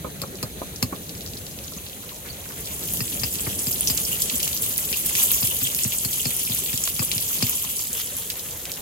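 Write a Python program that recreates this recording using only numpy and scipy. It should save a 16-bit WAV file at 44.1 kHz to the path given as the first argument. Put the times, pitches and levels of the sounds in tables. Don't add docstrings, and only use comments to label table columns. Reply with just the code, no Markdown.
import sys
import numpy as np
from scipy import signal
from scipy.fft import rfft, irfft, next_fast_len
from scipy.io import wavfile

SR = 44100
rng = np.random.default_rng(int(sys.argv[2]) if len(sys.argv) > 2 else 0)


def to_wav(sig):
    pcm = np.clip(np.atleast_2d(sig), -1, 1) * 32767
    pcm = np.round(pcm).astype(np.int16)
    wavfile.write(sys.argv[1], SR, pcm.T)


N = 388521

# time in seconds, level in dB before each layer's own trim.
PAN_LEVEL = [(0, -41.5), (1.3, -37.5), (2.35, -38), (2.9, -31.5), (3.5, -31.5), (3.85, -29.5), (4.7, -30),
             (5.9, -29.5), (7.5, -29.5), (7.8, -30.5), (8.81, -35.5)]
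AT_PAN_DB = -25.5


def amp(db):
    return 10 ** (np.asarray(db) / 20)


def evened(x):
    return x / np.sqrt(np.mean(x ** 2) + 1e-20)


def read(points, hz):
    f, value = np.transpose(points)
    return np.interp(np.log(hz + 1), np.log(f), value)


def follow(rows, axis):
    rows = np.asarray(rows)
    return np.interp(np.arange(N) / SR, rows[:, 0], rows[:, axis])


def add(mix, s, sound):
    part = mix[:, max(round(s * SR), 0):][:, :sound.shape[1]]
    part += sound[:, :part.shape[1]]


def coloured(x, points):
    size = next_fast_len(N)
    gain = amp(read(points, np.fft.rfftfreq(size, 1 / SR)))
    return evened(irfft(rfft(x, size) * gain, size)[:, :N])


def noise_bed():
    return rng.standard_normal((2, N))


def drift(slow_hz, fast_hz):
    t = np.linspace(0, N / SR, 4000)
    hz = np.geomspace(slow_hz, fast_hz, 60)[:, None]
    wander = np.sin(2 * np.pi * (hz * t + rng.random(hz.shape))).sum(0)
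    return np.interp(np.arange(N) / SR, t, evened(wander))


def eddying(x, low_hz, high_hz, eddy_db, count):
    size = next_fast_len(N)
    whole, hz = rfft(x, size), np.fft.rfftfreq(size, 1 / SR)
    centres = np.geomspace(low_hz, high_hz, count)
    out = np.zeros((2, N))
    for band in np.eye(count):
        register = irfft(whole * np.interp(hz, centres, band), size)[:, :N]
        out += register * amp(eddy_db * drift(3, 20))
    return evened(out)


def town(level_db=0, waver_db=1):
    # time in seconds, level in dB.
    street_level = [(0, -49.5), (1.8, -50.5), (2.3, -43), (3.2, -48.5), (4, -43.5), (7.5, -53),
                    (8.1, -45.5), (8.81, -42)]
    # frequency in Hz, relative level in dB.
    street_colour = [(30, -18), (90, 2.5), (200, -14.5), (500, -4), (800, -12), (1300, -15), (2100, -12),
                     (2800, -19), (5000, -24)]
    wash = eddying(coloured(noise_bed(), street_colour), low_hz=280, high_hz=1300, eddy_db=4, count=14)
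    return wash * amp(follow(street_level, axis=1) + level_db + waver_db * drift(7.5, 4.6))


def rush(level_db=2, flutter_db=0.56, eddy_db=2.5):
    # time in seconds, level in dB before the trim level_db.
    flame_level = [(0, -40), (0.8, -41), (1.4, -41), (2.2, -46.5), (2.9, -39.5), (4.15, -39.5),
                   (4.6, -41.5), (5.2, -41.5), (5.8, -43.5), (6.8, -44), (7.35, -42.5), (7.8, -48),
                   (8.81, -47.5)]
    # frequency in Hz, relative level in dB.
    flame_colour = [(12, -48), (20, -32), (43, -11.5), (65, -1.5), (125, -5), (157, -3.5), (183, -4),
                    (333, -11.5), (428, -10), (629, -16), (840, -23), (999, -32), (1710, -22),
                    (2000, -24.5), (2600, -53), (4400, -120)]
    flame = coloured(noise_bed(), flame_colour)
    flame = eddying(flame, low_hz=60.4, high_hz=1020, eddy_db=eddy_db, count=7)
    return flame * amp(follow(flame_level, axis=1) + level_db + flutter_db * drift(2.8, 25))


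def stutter(length, hz, octaves, per_s=1500, size=4096):
    t, f = np.arange(size) / SR, np.fft.rfftfreq(size, 1 / SR)
    pulses = rng.standard_normal((2, size)) * (rng.random(size) < per_s / SR)
    pulses *= np.sin(np.pi * np.minimum(t / length, 1))
    resonance = np.exp(-.5 * (np.log2((f + 1) / hz) / octaves) ** 2)
    fade = np.clip(2 - t / length, 0, 1)
    return evened(irfft(rfft(pulses) * resonance) * fade) * np.sqrt(length * SR / size)


def scuffs(scuff_db=-1):
    # middle in seconds, length in seconds, level in dB before scuff_db,
    # centre in Hz, width in octaves.
    slips = [(1.678, .02, -40, 6500, 0.09), (1.778, 0.015, -38, 6500, .08), (2.038, .03, -49, 1300, 0.48),
             (2.12, .025, -47, 1040, 0.18), (2.265, 0.044, -46, 1600, 0.45),
             (2.306, 0.03, -39, 4480, 0.057), (2.46, 0.013, -42, 1700, 0.55),
             (2.508, 0.014, -42, 1510, 0.45), (2.525, 0.041, -49, 1100, .4), (3.473, 0.02, -37, 1900, 0.24),
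             (6.878, 0.00713, -31, 1190, 0.5)]
    out = np.zeros((2, N))
    for s, length, db, hz, octaves in slips:
        add(out, s - length / 2, amp(db + scuff_db) * stutter(length, hz, octaves))
    return out


def thud(detune=.07, spot_db=2, size=4096):
    main_hz, above_hz, settles_s = 107.5, 407, 0.0039
    peak_s = .0122
    ripple_hz, ripple_s, ripple_db = 250, .011, -8.5
    pitch, ripple_pitch, length = 1 + detune * rng.uniform(-0.94, 1, 3)
    t = np.arange(size) / SR
    angle = 2 * np.pi * np.cumsum(main_hz + above_hz * np.exp(-t / settles_s)) * pitch / SR
    age = t / (peak_s * length)
    swing = age * np.exp((1 - age ** 2) / 2) * np.array([np.sin(angle), np.cos(angle)])
    ripple = np.sin(2 * np.pi * (ripple_hz * ripple_pitch * t + rng.random((2, 1))))
    ripple *= np.sqrt(2 * t / ripple_s) * np.exp(.5 - t / ripple_s)
    return swing + amp(ripple_db + spot_db * rng.standard_normal()) * ripple


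def ring(modes, rub_db, rub_s, detune=0.025, rise_s=.0008, spot_db=1.0, size=8192):
    t, body = np.arange(size) / SR, np.zeros((2, size))
    force = rng.standard_normal((2, size)) * np.exp(-t / rub_s)
    force *= amp(rub_db) / np.linalg.norm(force[0])
    force[:, 0] += 1
    for hz, db, t60 in modes:
        turns = hz * (1 + detune * rng.uniform(-1.4, 1)) * t + rng.random((2, 1))
        mode = amp(-60 * t / t60) * np.sin(2 * np.pi * turns) * (1 - np.exp(-(t / rise_s) ** 2))
        rung = signal.fftconvolve(mode, force, axes=1)[:, :size]
        rung /= np.linalg.norm(rung, axis=1, keepdims=True)
        body += amp(db + spot_db * rng.standard_normal()) * rung
    return body / np.linalg.norm(body[0])


def crack(decay_s, tick_db=6, tick_s=0.0014, size=2048):
    # frequency in Hz, relative level in dB.
    snap_colour = [(600, -14), (2000, -9), (4600, -5), (8000, -3), (12500, 3), (16000, 1)]
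    t, f = np.arange(size) / SR, np.fft.rfftfreq(size, 1 / SR)
    noise = evened(irfft(rfft(rng.standard_normal((2, size))) * amp(read(snap_colour, f))))
    return noise * (np.exp(-t / decay_s) + amp(tick_db) * np.exp(-t / tick_s))


def clatter(favoured_hz, tilt_db, favour_db=8, reach_hz=350, chatter_s=.006, first_db=4, per_s=1200,
            detune=.008, size=4096):
    # pitch in Hz before detuning, relative level in dB,
    # time to fall by 60 dB in seconds.
    blade_modes = [(1880, -7, .05), (2080, -14, .03), (2300, -11, .035), (2560, -7, .035), (2680, -2, .04),
                   (2850, -8, .03), (3200, -14, .02), (3650, -15, .025), (4350, -7, .04), (4750, -12, .02),
                   (4920, -7, .045), (5080, -10, .025), (5280, -13, .02), (6400, -14, .02),
                   (7420, -12, .055), (11110, -20, .025), (13200, -19, .03)]
    t, out = np.arange(size) / SR, np.zeros((2, size))
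    contacts = rng.standard_normal((2, size)) * (rng.random(size) < per_s / SR) * np.exp(-t / chatter_s)
    contacts[:, 0] = amp(first_db)
    for hz, db, t60 in blade_modes:
        mode = amp(-60 * t / t60) * np.sin(2 * np.pi * hz * (1 + detune * rng.uniform(-0.2, 1)) * t)
        rung = signal.fftconvolve(contacts, mode[None], axes=1)[:, :size]
        rung /= np.linalg.norm(rung, axis=1, keepdims=True)
        place_db = favour_db * np.exp(-((hz - favoured_hz) / reach_hz) ** 2)
        place_db += tilt_db * np.clip(np.log2(hz / favoured_hz), -1, .5)
        out += amp(db + place_db) * rung
    return out


def knife(blade_db=16, crack_db=-15, tray_db=-17, table_db=0.55, knock_db=17.0, table_lag_s=0.0013,
          close_crack_db=11, close_blade_db=0, close_tray_db=12):
    # start in seconds, force in dB, steel edge in dB (both before trims),
    # pitch favoured by the point of contact in Hz, tilt of the ring in dB per octave.
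    cuts = [(0.2178, -31, -24.5, 4460, 16), (0.4286, -26, -23, 4400, 13), (0.8269, -19, -16, 4500, 14),
            (3.006, -23, -21.5, 4750, 1), (3.235, -26, -16, 5030, 5.5), (3.466, -25.5, -39, 4900, 0),
            (3.67, -25.5, -20, 5170, 26), (3.9007, -26, -17.5, 4900, 22), (5.428, -25.5, -21.5, 4900, 7),
            (5.618, -29, -29, 4630, 4), (5.8503, -23.5, -30, 4570, -5), (6.0494, -27, -20, 4350, 15),
            (6.2559, -23.5, -18, 4340, 12), (6.498, -26, -28, 4950, 9), (6.7309, -27, -27.5, 4950, -0.5),
            (6.994, -21.5, -20.5, 4900, 2), (7.1562, -28, -35, 4950, 0), (7.4258, -19, -15, 3830, 15)]
    # start in seconds, strength in dB before knock_db.
    knocks = [(0.045, -17.5), (.066, -28), (.22, -26), (0.235, -19.5), (0.43, -20.5), (0.616, -17),
              (.632, -33), (0.925, -16), (0.943, -33), (1.719, -33), (1.767, -32), (3.467, -21),
              (6.874, -38.5), (6.995, -34), (7.018, -23)]
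    # pitch in Hz and level in dB, both varied with the spot,
    # time to fall by 60 dB in seconds.
    tray_modes = [(190, -4, .04), (265, -1, .035), (330, -4, .035), (400, -3, .04), (520, 0, .04),
                  (610, -1, .04), (720, -7, .025), (830, -8, .03), (960, -6, .03), (1090, -1, .04),
                  (1220, -1, .035), (1400, -8, .02), (1580, -14, .018), (1830, -13, .018),
                  (2350, -14, .015)]
    leaves_tray_s = 2.4
    usual_force_db, rattle_slope = -20.5, 1.3
    out = np.zeros((2, N))
    for s, force, edge, favoured_hz, tilt_db in cuts:
        close = s < leaves_tray_s
        rattle_db = tray_db + rattle_slope * (force - usual_force_db) + close * close_tray_db
        add(out, s, amp(edge + crack_db + close * close_crack_db) * crack(decay_s=0.01))
        add(out, s, amp(edge + blade_db + close * close_blade_db) * clatter(favoured_hz, tilt_db))
        add(out, s, amp(rattle_db) * ring(tray_modes, rub_db=2, rub_s=0.009))
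        add(out, s + table_lag_s, amp(force + table_db) * thud())
    for s, db in knocks:
        add(out, s, amp(db + knock_db) * ring(tray_modes, rub_db=5, rub_s=.008))
    return out


def burst(hz, octaves, decay_s, echo_db=-8, echo_s=0.0031, tail_db=-21, tail_s=0.089, size=1024):
    t, f = np.arange(size) / SR, np.fft.rfftfreq(size, 1 / SR)
    since = t - 32 / SR
    late = since - echo_s * rng.uniform(.6, 1.4)

    def fall(u, life):
        return (u >= 0) * np.exp(-abs(u) / life)

    shape = fall(since, decay_s) + amp(echo_db) * fall(late, decay_s) + amp(tail_db) * fall(since, tail_s)
    band = np.exp(-.5 * (np.log2((f + 1) / hz) / octaves) ** 2)
    return irfft(rfft(shape * rng.standard_normal((2, size))) * band)


def split(hz, octaves, decay_s, spray_db, spray_s, count=3):
    out = np.zeros((2, 2048))
    add(out, 0, evened(burst(hz, octaves, decay_s, echo_db=-20, tail_db=-49, tail_s=0.0026)))
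    for late in rng.uniform(.15, 1, count) * spray_s:
        add(out, late, amp(spray_db) * evened(burst(hz, octaves, decay_s)))
    return out / np.linalg.norm(out[0])


def drop(hz, octaves, usual_hz=10000, usual_s=0.00018, law=0.69):
    decay_s = usual_s * (usual_hz / hz) ** law
    return split(hz, octaves, decay_s, spray_db=-7.5, spray_s=.005)


def spurts(spurt_db=-1, octaves=0.15):
    # middle in seconds, length in seconds, level in dB before spurt_db, centre in Hz.
    jets = [(3.879, 0.019, -22.5, 5800), (4.132, 0.056, -35, 2830), (4.439, 0.026, -33.5, 3040),
            (4.942, .02, -30.5, 2650), (5.312, .018, -40, 3320), (5.514, 0.034, -31, 3060),
            (5.65, .025, -32, 3370), (5.668, 0.023, -30, 3120), (6.205, 0.024, -30, 3020)]
    out = np.zeros((2, N))
    for s, length, db, hz in jets:
        add(out, s - length / 2, amp(db + spurt_db) * stutter(length, hz, octaves))
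    return out


def crackle(crackle_db=-14, spread_db=5, low_hz=2700, high_hz=7500, slope=0.74, count=420):
    out, level_db = np.zeros((2, N)), slope * (follow(PAN_LEVEL, axis=1) - AT_PAN_DB)
    for when, strength, pitch, width in rng.random((count, 4)):
        db = level_db[int(when * N)] + crackle_db + 2 * spread_db * strength ** 2
        hz = low_hz * (high_hz / low_hz) ** pitch
        add(out, when * N / SR, amp(db) * drop(hz, .2 + .5 * width))
    return out


def spatter(spit_db=16, random_db=19, spread_db=-3.0, low_hz=3500, high_hz=14500, count=25):
    # start in seconds,
    # strength in dB before spit_db, centre in Hz, width in octaves.
    spits = [(.7603, -24, 5660, 0.62), (1.0935, -24, 4500, 0.65), (1.2622, -28, 4850, 0.43),
             (1.3348, -28, 4320, 0.45), (1.3744, -28, 5600, .4), (1.466, -26, 4350, 0.81),
             (1.864, -28.5, 3500, .5), (2.0921, -29, 3460, 0.47), (2.4896, -31, 5300, 0.31),
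             (2.936, -9, 13500, 0.58), (3.138, -17, 10100, 0.25), (3.1983, -20, 6040, 0.57),
             (3.326, -17, 12000, 1), (3.355, -19, 5500, 1.1), (3.4063, -17, 8050, 0.26),
             (3.592, -13, 8450, 0.29), (3.7268, -19, 5550, 0.27), (3.808, -7, 10000, 0.28),
             (3.873, -10, 6300, 0.73), (3.974, -11.5, 7500, 0.33), (3.9767, -14, 4550, 0.77),
             (4.051, -16.5, 5400, 0.26), (4.2193, -8.5, 6740, 0.72), (4.298, -12.5, 3700, 1),
             (4.401, -16, 4500, 1), (4.43, -9.5, 10500, 1), (4.456, -20, 5960, 1.1),
             (4.477, -13, 5500, 1.1), (4.5305, -21.5, 3870, 0.22), (4.575, -20, 5600, 0.48),
             (4.6225, -10.5, 13300, 0.56), (4.631, -22, 5200, 0.61), (4.779, -8.5, 10300, 0.79),
             (4.928, -14, 2640, 1), (5.059, -8.5, 13100, 0.86), (5.062, -10, 13000, .5),
             (5.1518, -11, 3670, 1.2), (5.1996, -17, 13400, 0.56), (5.307, -15.5, 3380, 0.38),
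             (5.3156, -3, 13400, 0.33), (5.3455, -9, 13900, 0.3), (5.451, -14, 10300, 0.54),
             (5.4732, -18, 5000, 1), (5.567, -24, 4240, 0.82), (5.6713, -16.5, 3200, 1.5),
             (5.7478, -9, 13700, 1.1), (5.7892, -17.5, 3000, 0.98), (5.8348, -11, 7540, 0.4),
             (5.8428, -10, 7600, 0.55), (5.9216, -18, 3080, 0.56), (5.9842, -11, 8300, 0.25),
             (6.132, -21, 4220, 0.53), (6.2075, -14, 13500, 0.68), (6.365, -13, 10500, 0.32),
             (6.5212, -17, 3570, 0.23), (6.547, -11.5, 10300, .4), (6.574, -23, 4900, 0.6),
             (6.6948, -22.5, 3100, 0.56), (6.7756, -13, 5300, 1.1), (6.838, -9, 7900, 0.35),
             (6.8749, -14.5, 3600, 1.1), (7.1155, -10, 3950, 0.69), (7.18, -13.5, 4400, 0.87),
             (7.494, -8, 13300, 0.41), (7.5407, -28, 5100, 0.45), (7.7674, -22, 5750, 0.45),
             (7.7924, -19, 5750, 0.54), (7.9295, -15, 9550, 0.55), (8.301, -13.5, 3870, 1.5),
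             (8.6536, -20, 4260, 1), (8.7174, -16, 9500, 1.2)]
    out, level_db = np.zeros((2, N)), follow(PAN_LEVEL, axis=1)
    for s, db, hz, octaves in spits:
        add(out, s, amp(db + spit_db) * drop(hz, octaves))
    for when, chance, pitch in rng.random((count, 3)):
        db = level_db[int(when * N)] + random_db + spread_db * (2 * chance - 1)
        hz = low_hz * (high_hz / low_hz) ** pitch
        add(out, when * N / SR, amp(db) * drop(hz, octaves=0.46))
    return signal.sosfilt(signal.butter(4, 2060, "high", fs=SR, output="sos"), out)


def bubbles(per_s, low_hz, high_hz, spread_db, clump_db, octaves, decay_s, count=300):
    kinds = [evened(burst(hz, octaves, decay_s)) for hz in np.linspace(low_hz, high_hz, count)]
    size_db = spread_db * np.minimum(rng.exponential(1, N), 4) + clump_db * drift(7, 70)
    kind, out = rng.integers(0, count, N), np.zeros((2, N))
    for i in np.flatnonzero(rng.random(N) < per_s / SR):
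        add(out, i / SR, amp(size_db[i]) * kinds[kind[i]])
    return evened(out)


def frying(fizz_db=2, sputter_db=-35.5, hiss_db=-5, seethe_db=-7, far_db=-44, surge_db=1.6,
           sputter_surge_db=1.25):
    # frequency in Hz, relative level in dB.
    fizz_colour = [(3000, -30), (5500, -10), (7000, -4), (7900, -1), (9000, -2.5), (11000, -2.3),
                   (13000, 0), (15000, -.3), (15700, -2.5), (16200, -14)]
    sputter_colour = [(400, -12), (900, 0), (1600, -8), (2200, -3.5), (2700, 1.5), (3200, 7), (4100, 0),
                      (4950, 0.5), (5600, -3), (6500, 8), (8000, -42), (11000, -32)]
    far_colour = [(1300, -7), (2400, 16.5), (3000, 16), (4100, 23), (4900, 8), (5400, -21), (6200, 26),
                  (7200, -9), (10000, 18), (15000, 16), (16200, -10)]
    # middle in seconds, half length in seconds,
    # fizz rise in dB, sputter rise in dB.
    flares = [(4.133, 0.091, 1, 2), (5.2, 0.053, 2, 8), (5.327, 0.23, 4.5, 3.5), (6.395, 0.022, 3, 5.5),
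              (7.4, 0.072, 1.5, 3.5), (8.01, 0.018, 3, 8.5)]
    sputter_slope = 0.72
    t, level_db = np.arange(N) / SR, follow(PAN_LEVEL, axis=1)
    above_db = level_db - AT_PAN_DB
    near = np.clip(1 + 0.07 * above_db, 0, 1)
    fine = bubbles(per_s=1800, low_hz=5400, high_hz=15300, spread_db=4.0, clump_db=1.5,
                   octaves=0.15, decay_s=0.0004)
    coarse = bubbles(per_s=750, low_hz=1050, high_hz=8000, spread_db=2.5, clump_db=1.5,
                     octaves=0.39, decay_s=0.00021)
    flare_db = sum(np.outer(rises, np.exp(-((t - s) / half) ** 2)) for s, half, *rises in flares)
    surge = near * drift(3, 16)
    fizz = coloured(near * fine + amp(hiss_db) * noise_bed(), fizz_colour)
    sputter = coloured(near * coarse + amp(seethe_db) * noise_bed(), sputter_colour)
    diffuse = coloured(noise_bed(), far_colour) * amp(far_db + drift(1.0, 30)) * (1 - near)
    fizz *= amp(level_db + fizz_db + flare_db[0] + surge_db * surge)
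    sputter *= amp(sputter_slope * above_db + sputter_db + flare_db[1] + sputter_surge_db * surge)
    return fizz + sputter + diffuse


def terrace(x, wet_db=-15, t60=0.13, size=16384):
    t = np.arange(size) / SR
    tail = rng.standard_normal((2, size)) * amp(-60 * t / t60) * (t > .005)
    return x + amp(wet_db) * signal.oaconvolve(x, tail / np.linalg.norm(tail[0]), axes=1)[:, :N]


def scene():
    # frequency in Hz, likeness from 0 to 1.
    likeness = [(40, .88), (140, .92), (300, .8), (600, .55), (1200, .5), (3000, .45), (5000, .3),
                (6500, .2), (7500, .55), (8500, .9), (15000, .9)]
    # frequency in Hz, samples by which the left one is late.
    left_delay = [(250, 0), (1100, -7), (2200, -18), (5819, -18), (5820, 12.3), (8600, 12.8),
                  (16000, 13.25)]
    turn_s, turn_lasts_s = 7.7, 0.23
    ahead_below_hz = 5819
    events = spatter() + crackle() + spurts() + knife() + scuffs()
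    size = next_fast_len(N)
    shared, own = rfft(frying() + terrace(events) + rush() + town(), size)
    hz = np.fft.rfftfreq(size, 1 / SR)
    same, lag = read(likeness, hz), read(left_delay, hz)
    common, apart = shared * np.sqrt((1 + same) / 2), own * np.sqrt((1 - same) / 2)

    def left(late):
        return irfft((common + apart) * np.exp(-2j * np.pi * hz * late / SR), size)[:N]

    beside, ahead = left(lag), left(lag * (hz > ahead_below_hz))
    turned = np.clip((np.arange(N) / SR - turn_s) / turn_lasts_s, 0, 1)
    right = irfft(common - apart, size)[:N]
    return np.array([beside + turned * (ahead - beside), right])


def record(dry):
    lowpass = signal.firwin(401, 16000, window=("kaiser", 9), fs=SR)
    return signal.oaconvolve(np.clip(dry, -.85, .85), lowpass[None], "same", axes=1)


dry = scene()
out = record(dry)
to_wav(out)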